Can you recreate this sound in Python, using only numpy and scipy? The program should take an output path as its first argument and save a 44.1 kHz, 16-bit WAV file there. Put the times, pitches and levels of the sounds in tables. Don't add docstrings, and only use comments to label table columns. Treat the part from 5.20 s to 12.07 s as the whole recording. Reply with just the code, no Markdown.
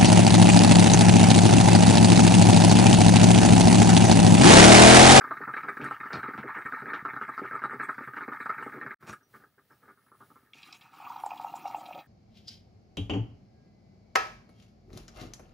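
import sys
import numpy as np
from scipy import signal
from scipy.fft import rfft, irfft, next_fast_len
from scipy.io import wavfile
from scipy.ndimage import uniform_filter1d

SR = 44100
rng = np.random.default_rng(int(sys.argv[2]) if len(sys.argv) > 2 else 0)


def master(y):
    cut = np.clip(np.atleast_2d(y).T, -1, 1)
    pcm = np.round(cut * 32767)
    wavfile.write(sys.argv[1], SR, pcm.astype(np.int16))


N = 302967
TIME = np.arange(N) / SR
BURST_SIZE = SR // 4

# pitch in Hz, width in Hz, relative level in dB.
CHAMBER_TONES = [(724, 144, -13.5), (853, 37, -3), (976, 213, -8.5), (1199.7, 46, 1.5), (1244, 31, 8),
                 (1322, 50, 3), (1461, 36, -0.5), (1684, 84, 0.5), (1833, 62, 0), (2115, 110, -1.5),
                 (2296, 68, -1.5), (2522, 100, -4)]
BOILER_TONES = [(127.8, 23, -1), (262, 52.3, 4.5), (312.6, 64, 0.5), (390.6, 45, 0.5), (541, 82, -6.5),
                (827, 63, -3.5)]
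STEEL_TONES = [(2440, 340, 20.5), (2780, 43, -1.5), (3650, 37, 10), (4070, 18, 2.5), (5070, 9, -5),
               (5800, 83, 9), (6640, 100, 1), (8660, 36, -4.5), (8100, 23000, -7.5)]
MUG_AIR_TONES = [(677, 270, -22), (775, 56, 0), (934, 62, 2.5), (953, 130, -5.5), (1263, 79, 3.5),
                 (1460, 66, -11)]
MUG_WALL_TONES = [(1220, 69, -1), (2235, 160, 4), (2493, 107, 8.5), (2777, 60, 3.5), (3216, 150, -3),
                  (3910, 220, -6), (4800, 290, -8.5), (5680, 125, -5.5), (6480, 89, -11), (7220, 850, -11),
                  (10200, 1900, -16)]


def amp(db):
    return 10 ** (np.asarray(db) / 20)


def rms_one(x):
    return x / np.sqrt(np.mean(x ** 2) + 1e-20)


def at_level(sound, db, length):
    return amp(db) * sound / np.sqrt(np.mean(sound[:max(int(length * SR), 64)] ** 2) + 1e-20)


def steady(x, window_s):
    power = uniform_filter1d(x ** 2, max(int(window_s * SR), 64))
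    return x / np.sqrt(np.abs(power) + 1e-20)


def curve(points, at=TIME):
    return np.interp(at, *np.transpose(points))


def wander(per_s):
    values = rng.standard_normal(1000)
    return np.interp(TIME * per_s, np.arange(len(values)), values)


def add(out, s, sound):
    at = max(round(s * SR), 0)
    out[at:at + len(sound)] += sound[:N - at]


def shaped_noise(spectrum):
    hz, db = np.transpose(spectrum)
    size = next_fast_len(N)
    bin_hz = np.arange(size // 2 + 1) * SR / size + 1
    gain = amp(np.interp(np.log(bin_hz), np.log(hz), db))
    return rms_one(irfft(rfft(rng.standard_normal(N), size) * gain, size)[:N])


def resonate(x, hz, width):
    r = np.exp(-np.pi * width / SR)
    feedback = [1, -2 * r * np.cos(2 * np.pi * hz / SR), r * r]
    return signal.lfilter(np.array([1, 0, -1]) * (1 - r * r) / 2, feedback, x + 1e-18)


def body(x, tones):
    return sum((-1) ** k * amp(db) * resonate(x, hz, width) for k, (hz, width, db) in enumerate(tones))


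def muffle(x, edge_hz, order):
    return signal.sosfilt(signal.butter(order, edge_hz, fs=SR, output="sos"), x)


def cut_lows(x, edge_hz):
    return signal.sosfilt(signal.butter(2, edge_hz, "high", fs=SR, output="sos"), x)


def pops(size, per_s, spread_db):
    strength = amp(spread_db * np.minimum(rng.exponential(1, size), 4))
    return (rng.random(size) < per_s / SR) * strength * rng.choice([-1, 1], size)


def cluster(length, per_s, first, tail_s):
    t = np.arange(BURST_SIZE) / SR
    clicks = pops(BURST_SIZE, per_s, spread_db=-5) * np.exp(-np.maximum(t - length, 0) / tail_s)
    clicks[0] = first
    return clicks


def bubbles(clicks, hz, scatter, q, rise):
    at = np.flatnonzero(np.abs(clicks) > amp(-40))
    pitch = (hz * np.exp(scatter * np.clip(rng.standard_normal(len(clicks)), -2, 2)))[at, None]
    age = np.arange(int(5.8 * q * SR / np.median(pitch)))
    decay = np.pi * pitch / q * age / SR
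    fade_out = 1 - (age / len(age)) ** 2
    rings = clicks[at, None] * np.exp(-decay) * np.sin(2 * q * decay * (1 + rise * decay)) * fade_out
    return np.bincount((at[:, None] + age).ravel(), rings.ravel(), len(clicks))[:len(clicks)]


def fizz(tones, per_s, spread_db, patchy_db):
    shared, out = pops(N, per_s, spread_db), np.zeros(N)
    for hz, width, db in tones:
        gain = amp(db + patchy_db * wander(per_s=28))
        out += gain * resonate(shared + pops(N, per_s, spread_db), hz, width)
    return rms_one(out)


def jets():
    # time in seconds, relative level in dB, length in seconds,
    # bubble pitch in Hz, swell time in seconds.
    strong_jets = [(.042, -31.5, 0.0078, 1310, 0.00083), (.11, -28, 0.0088, 1270, 0.0051),
                   (.278, -31, 0.02, 1320, 0.0013), (.339, -31.5, 0.0039, 1610, 0.0022),
                   (.368, -32, 0.0094, 1710, 0.0018), (.435, -39.5, 0.043, 1500, .003),
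                   (.486, -26, .013, 1580, 0.0097), (.571, -34.5, 0.0041, 1600, 0.0015),
                   (.642, -33, 0.037, 1510, 0.0028), (.711, -29, 0.0098, 1270, .001),
                   (.804, -34.5, 0.0054, 1650, 0.0055), (.906, -36, 0.049, 1470, 0.0011),
                   (1.032, -31.5, 0.023, 1550, 0.00092), (1.137, -34.5, 0.012, 1440, 0.0012),
                   (1.362, -34, 0.039, 1550, 0.017), (1.459, -31.5, 0.012, 1640, 0.0067),
                   (1.524, -30.5, 0.022, 1490, .003), (1.658, -34.5, 0.033, 1630, 0.0026),
                   (1.691, -34, 0.036, 1550, .01), (1.734, -28.5, .017, 1460, 0.0018),
                   (1.852, -27, 0.012, 1276, .001), (1.965, -32.5, 0.0098, 1290, 0.0023),
                   (2.014, -30, 0.018, 1370, 0.0041), (2.09, -31.5, .0043, 1270, 0.015),
                   (2.179, -30, 0.015, 1304, 0.0023), (2.244, -34, .017, 1450, 0.018),
                   (2.312, -33, 0.037, 1500, 0.0011), (2.356, -29.5, 0.0062, 1400, 0.023),
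                   (2.439, -25, 0.018, 1330, 0.0012), (2.497, -35, 0.072, 1430, .003),
                   (2.599, -30.5, 0.045, 1620, 0.0047), (2.692, -26, 0.0045, 1320, .009),
                   (2.968, -31.5, 0.019, 1510, 0.0065), (3.009, -33.5, 0.022, 1450, .003),
                   (3.125, -32, 0.0059, 1300, 0.0076), (3.203, -35, 0.0037, 1700, 0.00083),
                   (3.259, -31.5, 0.0026, 1320, 0.0007), (3.296, -30, 0.0025, 1290, .004),
                   (3.383, -36, 0.038, 1540, 0.0028), (3.614, -35, 0.022, 1710, 0.0011),
                   (3.709, -38, 0.0069, 1650, 0.0023)]
    # time in seconds,
    # relative level in dB.
    blips = [(0.012, -35.5), (.075, -43), (.169, -41.5), (.215, -37.5), (0.605, -40), (.833, -42),
             (1.23, -40), (1.264, -52), (1.403, -51), (1.764, -40), (1.882, -37.5), (1.935, -36),
             (2.42, -36), (2.782, -34), (2.811, -44), (2.876, -37), (2.936, -37.5), (3.08, -36.5),
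             (3.426, -36), (3.465, -44), (3.525, -41), (3.664, -35)]
    # time in seconds, relative level in dB, length in seconds.
    sputters = [(3.93, -41, 0.0042), (4.011, -63.5, .02), (4.141, -47.5, 0.03), (4.2, -57.5, 0.033),
                (4.238, -53, 0.0066), (4.382, -58.5, 0.018), (4.507, -55.5, 0.028), (4.627, -56.5, 0.044),
                (4.681, -50, .036), (4.775, -64, 0.0063), (4.865, -66, .005), (4.918, -52.5, .007),
                (4.943, -63.5, 0.0041), (5.007, -48, 0.02), (5.103, -54, 0.019), (5.158, -54, 0.015)]
    # time in seconds, pitch in Hz.
    sputter_pitch = [(4.68, 1540), (4.92, 1204)]
    rows = list(strong_jets) + [(s, db, 0.0094, 1537, 0.0019) for s, db in blips]
    return rows + [(s, db, length, curve(sputter_pitch, s), length / 2) for s, db, length in sputters]


def hiss():
    # time in seconds, relative level in dB.
    hiss_levels = [(0, -65), (3.7, -67), (3.95, -68), (4.06, -74.5), (4.16, -63), (4.25, -69), (4.32, -72),
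                   (4.6, -70), (4.72, -70), (4.82, -75), (5.05, -68.5), (5.3, -70), (5.5, -69),
                   (6.87, -70.5)]
    # frequency in Hz, relative level in dB.
    hiss_spectrum = [(30, 1.5), (120, 19), (300, 7), (700, 5.5), (1500, -2.5), (3000, -3.5), (5500, -6.5),
                     (7000, -9.5), (10500, -5), (12000, -11), (13800, -0.5), (14600, -2), (15500, 1.5)]
    return amp(1 + 1.5 * wander(per_s=13)) * amp(curve(hiss_levels)) * shaped_noise(hiss_spectrum)


def simmer(spitting):
    # time in seconds, strength in dB.
    boil_strength = [(0, 6), (3.74, 3.5), (3.9, -36), (5.4, -22)]
    boil_db = curve(boil_strength)
    froth_gain = amp(-47.5 + boil_db + 3 * wander(per_s=30))
    boiler_gain = amp(-59.5 + 0.58 * boil_db)
    settle = np.exp(-1 / (0.0069 * SR))
    stirred = np.sqrt(signal.lfilter([1 - settle], [1, -settle], spitting ** 2))
    froth = bubbles(pops(N, per_s=800, spread_db=4.5), hz=1717, scatter=0.33, q=6.4, rise=0)
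    froth = steady(muffle(body(froth, CHAMBER_TONES), edge_hz=2130, order=6), window_s=0.023)
    boil = bubbles(pops(N, per_s=130, spread_db=7), hz=236, scatter=0.47, q=1.3, rise=0)
    boil = steady(body(boil, BOILER_TONES), window_s=0.15)
    return np.hypot(froth_gain, amp(-28.5) * stirred) * froth + boiler_gain * boil


def lull():
    gain = np.ones(N)
    for s, _, _, _, swell in jets():
        gain[(TIME > s - swell - 0.022) & (TIME < s - swell)] = amp(-8)
    return uniform_filter1d(gain, size=90)


def spits():
    out, t = np.zeros(N), np.arange(BURST_SIZE) / SR
    for s, db, length, hz, swell in jets():
        top_hz = min(1.414 * hz * 2 ** ((db + 37) / 90), 2550)
        shape = np.minimum((t + 0.00061) / swell, 1) * amp(-4 * np.clip((t - swell) / length, 0, 1))
        clicks = cluster(swell + 0.75 * length, per_s=920, first=0.9, tail_s=0.004) * shape
        flurry = bubbles(clicks, hz, scatter=0.15, q=2, rise=0)
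        slosh = np.exp(0.008 * np.clip(rng.standard_normal(), -2, 2))
        ringing = body(flurry, [(tone * slosh, width, level) for tone, width, level in CHAMBER_TONES])
        escaping = amp(-24) * resonate(flurry, hz, width=1400)
        sound = muffle(ringing + escaping, top_hz, order=6)
        add(out, s - swell + 0.001021, at_level(sound, db - 6.5, swell + length))
        pop = resonate(resonate(signal.unit_impulse(BURST_SIZE), hz, width=226), hz, width=430)
        pop = at_level(muffle(pop, top_hz, order=6), db - 0.5, length=0.004)
        add(out, s - 0.001, pop / (1 + (swell / 0.017) ** 2))
    return out


def spray(coffee):
    # pitch in Hz, width in Hz, relative level in dB.
    mist_tones = [(2794, 235, 0), (3000, 240, -21), (3900, 82, 2.5), (4630, 590, -10), (8330, 1200, -10)]
    small_bursts = amp(10) * resonate(coffee, hz=2130, width=710)
    strength = np.sqrt(np.abs(uniform_filter1d(small_bursts ** 2, size=700)))
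    tiny = bubbles(pops(N, per_s=100, spread_db=-6), hz=3813, scatter=0.13, q=75, rise=0.0016)
    mist = fizz(mist_tones, per_s=3100, spread_db=2.5, patchy_db=9.5)
    return strength * (amp(-33) * mist + amp(-40.5) * rms_one(tiny))


def gulps():
    # time in seconds, relative level in dB, length in seconds.
    lone_gulps = [(0.208, -43.5, 0.0043), (0.599, -42, 0.063), (1.087, -38.5, 0.0043), (1.242, -41, 0.019),
                  (1.625, -45.5, 0.06), (2.219, -37.5, 0.01), (2.532, -44.5, 0.017), (2.809, -44, 0.0052),
                  (3.084, -40, 0.0081), (3.466, -38.5, 0.0024), (3.544, -44.5, 0.04), (3.644, -48, 0.017)]
    typical_spit_db = -23.5
    spit_gulps = [(s, -42 + 0.72 * (db - typical_spit_db), length) for s, db, length, _, _ in jets()]
    out = np.zeros(N)
    for s, db, length in spit_gulps + list(lone_gulps):
        hz = 292 * np.exp(0.042 * rng.standard_normal())
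        surge = resonate(cluster(length, per_s=750, first=1.4, tail_s=0.003), hz, width=500)
        boom = muffle(body(surge, BOILER_TONES), edge_hz=1170, order=4)
        add(out, s - 0.004, at_level(boom, db - 1, length + 0.013))
    return out


def knocks():
    # start in seconds, ring level in dB, thud level in dB, length in seconds,
    # brightness in Hz.
    contacts = [(0.368, -56, -54, 0.0056, 3780), (0.615, -48.5, -42.5, 0.015, 3100),
                (0.643, -54.5, -66, 0.0038, 8800), (0.932, -49.5, -36.5, 0.034, 3600),
                (1.178, -50.5, -38, 0.0055, 3020), (1.736, -51, -48.5, 0.011, 3500),
                (3.826, -73, -52, 0.06, 4960), (3.877, -68, -46, 0.013, 4030),
                (3.896, -51, -40.5, 0.0041, 6400)]
    # pitch in Hz, width in Hz, relative level in dB.
    stove_tones = [(71, 47, -2.5), (107.6, 20, 9.5), (141.5, 28, 7.5), (227, 42, 4.5), (370, 140, -1.5),
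                   (744, 170, -2.5), (1410, 300, 3.5)]
    out = np.zeros(N)
    for s, ring_db, thud_db, length, hz in contacts:
        chatter = cluster(length, per_s=1100, first=1.8, tail_s=0.017)
        ring = body(resonate(chatter, hz, width=1300), STEEL_TONES)
        thud = muffle(body(chatter, stove_tones), edge_hz=1630, order=2)
        add(out, s, at_level(ring, ring_db, length))
        add(out, s, at_level(thud, thud_db, length + 0.0033))
    return out


def clanks():
    # start in seconds, level in dB.
    blows = [(0.93, -45.5), (0.951, -55)]
    # pitch in Hz, relative level in dB, seconds to fade by 60 dB.
    wall_tones = [(3310, -9, 0.11), (3740, 2, 0.19), (4240, 0, 0.14), (4530, -1, 0.07), (4797, 0, 0.11),
                  (5010, -4, 0.11), (5600, -16, 0.2), (6000, -13, 0.081)]
    out, t = np.zeros(N), np.arange(SR // 2) / SR
    for s, db in blows:
        ring = sum(amp(level - 60 * t / fade_s) * np.sin(2 * np.pi * hz * t) * rng.choice([-1, 1])
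                   for hz, level, fade_s in wall_tones)
        noise = resonate(rng.standard_normal(len(t)), hz=4500, width=1100)
        crack = rms_one(resonate(noise, hz=4700, width=1700)) * np.exp(-t / 0.011)
        add(out, s, at_level(ring + amp(3) * crack, db, length=0.008))
    return out


def whistles():
    # start in seconds, length in seconds, top level in dB, first and last pitch in Hz.
    glides = [(2.553, 1.1, -79, 12400, 13700), (4.6, 0.75, -79, 10660, 10700)]
    out = np.zeros(N)
    for s, length, db, first_hz, last_hz in glides:
        progress = np.clip((TIME - s) / length, 0, 1)
        phase = 2 * np.pi * np.cumsum(first_hz + (last_hz - first_hz) * progress) / SR
        waver = muffle(rng.standard_normal((2, N)), edge_hz=250, order=2)
        band = rms_one(waver[0] * np.cos(phase) + waver[1] * np.sin(phase))
        out += amp(db) * np.sin(np.pi * progress) * band
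    return out


def scrapes():
    # start in seconds, level in dB, length in seconds, brightness in Hz.
    drags = [(3.862, -55, 0.056, 6530), (3.918, -59.5, 0.027, 9100)]
    out, t = np.zeros(N), np.arange(BURST_SIZE) / SR
    for s, db, length, hz in drags:
        stroke = np.sin(np.pi * np.minimum(t / length, 1))
        slips = resonate(pops(BURST_SIZE, per_s=2000, spread_db=1) * stroke, hz, width=4700)
        add(out, s, at_level(body(slips, STEEL_TONES), db, length))
    return out


def tinkles():
    # start in seconds, peak level in dB, pitch in Hz.
    touches = [(4.032, -69, 5800), (4.52, -73, 5290)]
    out, t = np.zeros(N), np.arange(BURST_SIZE) / SR
    for s, db, hz in touches:
        add(out, s, amp(db) * np.exp(-t / 0.025) * np.sin(2 * np.pi * hz * t))
    return out


def churning():
    # time in seconds, pitch in Hz.
    bubble_pitch = [(5.4, 1270), (5.78, 1334), (5.95, 970), (6.2, 912), (6.5, 764), (6.8, 657)]
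    pitch = curve(bubble_pitch)
    churn = bubbles(pops(N, per_s=450, spread_db=-1), pitch, scatter=0.44, q=2.8, rise=0.002)
    churn = steady(muffle(body(churn, MUG_AIR_TONES), edge_hz=1320, order=4), window_s=0.056)
    glugs = bubbles(pops(N, per_s=250, spread_db=4.5), pitch, scatter=0.12, q=17, rise=0.0022)
    glugs = steady(resonate(resonate(glugs, hz=840, width=850), hz=810, width=1100), window_s=0.04)
    gulping = rms_one(amp(4.5 * np.tanh(2 * wander(per_s=110))))
    return gulping * (amp(-2) * churn + amp(-5) * glugs)


def stream():
    # time in seconds, strength in dB.
    flow = [(5.32, -54), (5.345, 0), (5.55, 0.5), (5.585, -15), (5.63, -2.5), (5.71, -13), (5.735, -3),
            (5.87, 1), (6.02, -2), (6.5, 1), (6.65, -3.5), (6.81, -0.5), (6.85, -43)]
    # pitch in Hz, width in Hz, relative level in dB.
    base_tones = [(187, 106, -12.5), (305.5, 30, -4), (374, 88, -17.5)]
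    churn = churning()
    ticks = rms_one(body(pops(N, per_s=45, spread_db=2.5), MUG_WALL_TONES))
    foam = resonate(pops(N, per_s=6000, spread_db=1), hz=14900, width=1500)
    foam = rms_one(resonate(foam, hz=15000, width=2300))
    patter = steady(fizz(MUG_WALL_TONES, per_s=2200, spread_db=4.5, patchy_db=10.5), window_s=0.087)
    droplets = bubbles(pops(N, per_s=1300, spread_db=1.5), hz=3434, scatter=0.36, q=64, rise=0.0026)
    droplets = cut_lows(steady(droplets, window_s=0.089), edge_hz=1200)
    drum = rms_one(muffle(body(pops(N, per_s=390, spread_db=4), base_tones), edge_hz=530, order=2))
    pool_s, drum_rise_db_per_s = 0.56, 12
    pouring_s = np.maximum(TIME - flow[0][0], 0)
    bare_share = np.maximum(1 - pouring_s / pool_s, 0)
    bubbling = amp(-46.5 - 23.5 * bare_share) * (churn + amp(-21) * foam)
    splash = amp(-61.5) * patter + amp(-66) * droplets + amp(-68) * ticks
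    drumming = amp(-72.5 + drum_rise_db_per_s * pouring_s) * drum
    return amp(curve(flow)) * (bubbling + splash + drumming)


def drops():
    # start in seconds, level in dB, length in seconds, pitch in Hz.
    hits = [(5.333, -50.5, 0.0024, 3500), (5.43, -48, 0.0067, 3900), (5.468, -62, 0.015, 1290),
            (5.525, -46.5, 0.0043, 4840), (5.544, -59, 0.019, 3460), (5.61, -58, 0.012, 3830),
            (5.82, -56, .004, 2200), (5.849, -55, 0.0045, 2860), (5.961, -59, 0.0063, 3880),
            (6.06, -53.5, 0.0026, 7800), (6.104, -54, .004, 2720), (6.174, -56, 0.0033, 3600),
            (6.353, -56, 0.014, 6750), (6.454, -56.5, .003, 2600), (6.475, -56, 0.0069, 5500),
            (6.545, -56, .003, 2700), (6.656, -53, 0.0065, 4000), (6.723, -50.5, 0.0098, 2770),
            (6.746, -55, .004, 3560), (6.787, -55, 0.019, 3650)]
    out = np.zeros(N)
    for s, db, length, hz in hits:
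        clicks = cluster(length, per_s=1500, first=0.56, tail_s=0.003)
        tick = bubbles(clicks, hz, scatter=0.11, q=4.7, rise=0.0054)
        add(out, s, at_level(body(resonate(tick, hz, width=hz), MUG_WALL_TONES), db, length))
    return out


def plops():
    # time in seconds, opening level in dB, pitch in Hz.
    pockets = [(5.801, -45, 830), (5.871, -40, 1150), (5.902, -36.5, 926), (5.961, -38.5, 820),
               (6.037, -29, 833), (6.062, -30.5, 814), (6.106, -41, 900), (6.117, -33.5, 790),
               (6.166, -45, 850), (6.21, -42, 840), (6.279, -39, 840), (6.352, -41, 860), (6.503, -44, 875),
               (6.661, -48, 700), (6.135, -38.5, 810), (6.198, -34.5, 824), (6.246, -29.5, 820),
               (6.266, -39, 833), (6.339, -32.5, 808), (6.455, -30.5, 776), (6.479, -39.5, 844),
               (6.546, -28, 802), (6.583, -41.5, 730), (6.687, -42, 730), (6.71, -42, 710)]
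    out, click = np.zeros(N), signal.unit_impulse(BURST_SIZE)
    for s, db, hz in pockets:
        bubble = muffle(resonate(resonate(click, hz, width=142), hz, width=138), edge_hz=1800, order=4)
        plop = bubble + amp(-8.5) * body(bubble, MUG_AIR_TONES)
        add(out, s - 0.0005, at_level(plop, db, length=0.003))
    return out


def kitchen(x, echo_db):
    t, fade_s = np.arange(SR // 2) / SR, 0.12
    tail = rng.standard_normal(len(t)) * amp(-60 * t / fade_s) * (t > 0.004)
    return x + amp(echo_db) * signal.fftconvolve(x, tail / np.linalg.norm(tail))[:N]


def scene():
    # time in seconds, gain in dB.
    dropout = [(3.744, 0), (3.747, -50), (3.785, -50), (3.81, 0)]
    spitting = spits()
    coffee = spitting + lull() * simmer(spitting)
    pot = coffee + spray(coffee) + gulps() + knocks() + clanks() + scrapes() + tinkles()
    pot = kitchen(pot, echo_db=-6)
    mug = kitchen(stream() + plops() + drops(), echo_db=-7.5)
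    middle = pot + mug + hiss()
    noise = amp(-82.5) * shaped_noise([(40, -19), (130, -7), (1500, -24), (4500, -17.5), (7000, -34.5)])
    wide_noise = noise * np.array([[1], [-1]])
    return (middle + whistles() + wide_noise) * amp(curve(dropout))


def record(dry):
    treble_cut = signal.ellip(12, 0.2, 80, 15700, fs=SR, output="sos")
    return signal.sosfilt(treble_cut, cut_lows(dry, edge_hz=55))


dry = scene()
out = record(dry)
master(out)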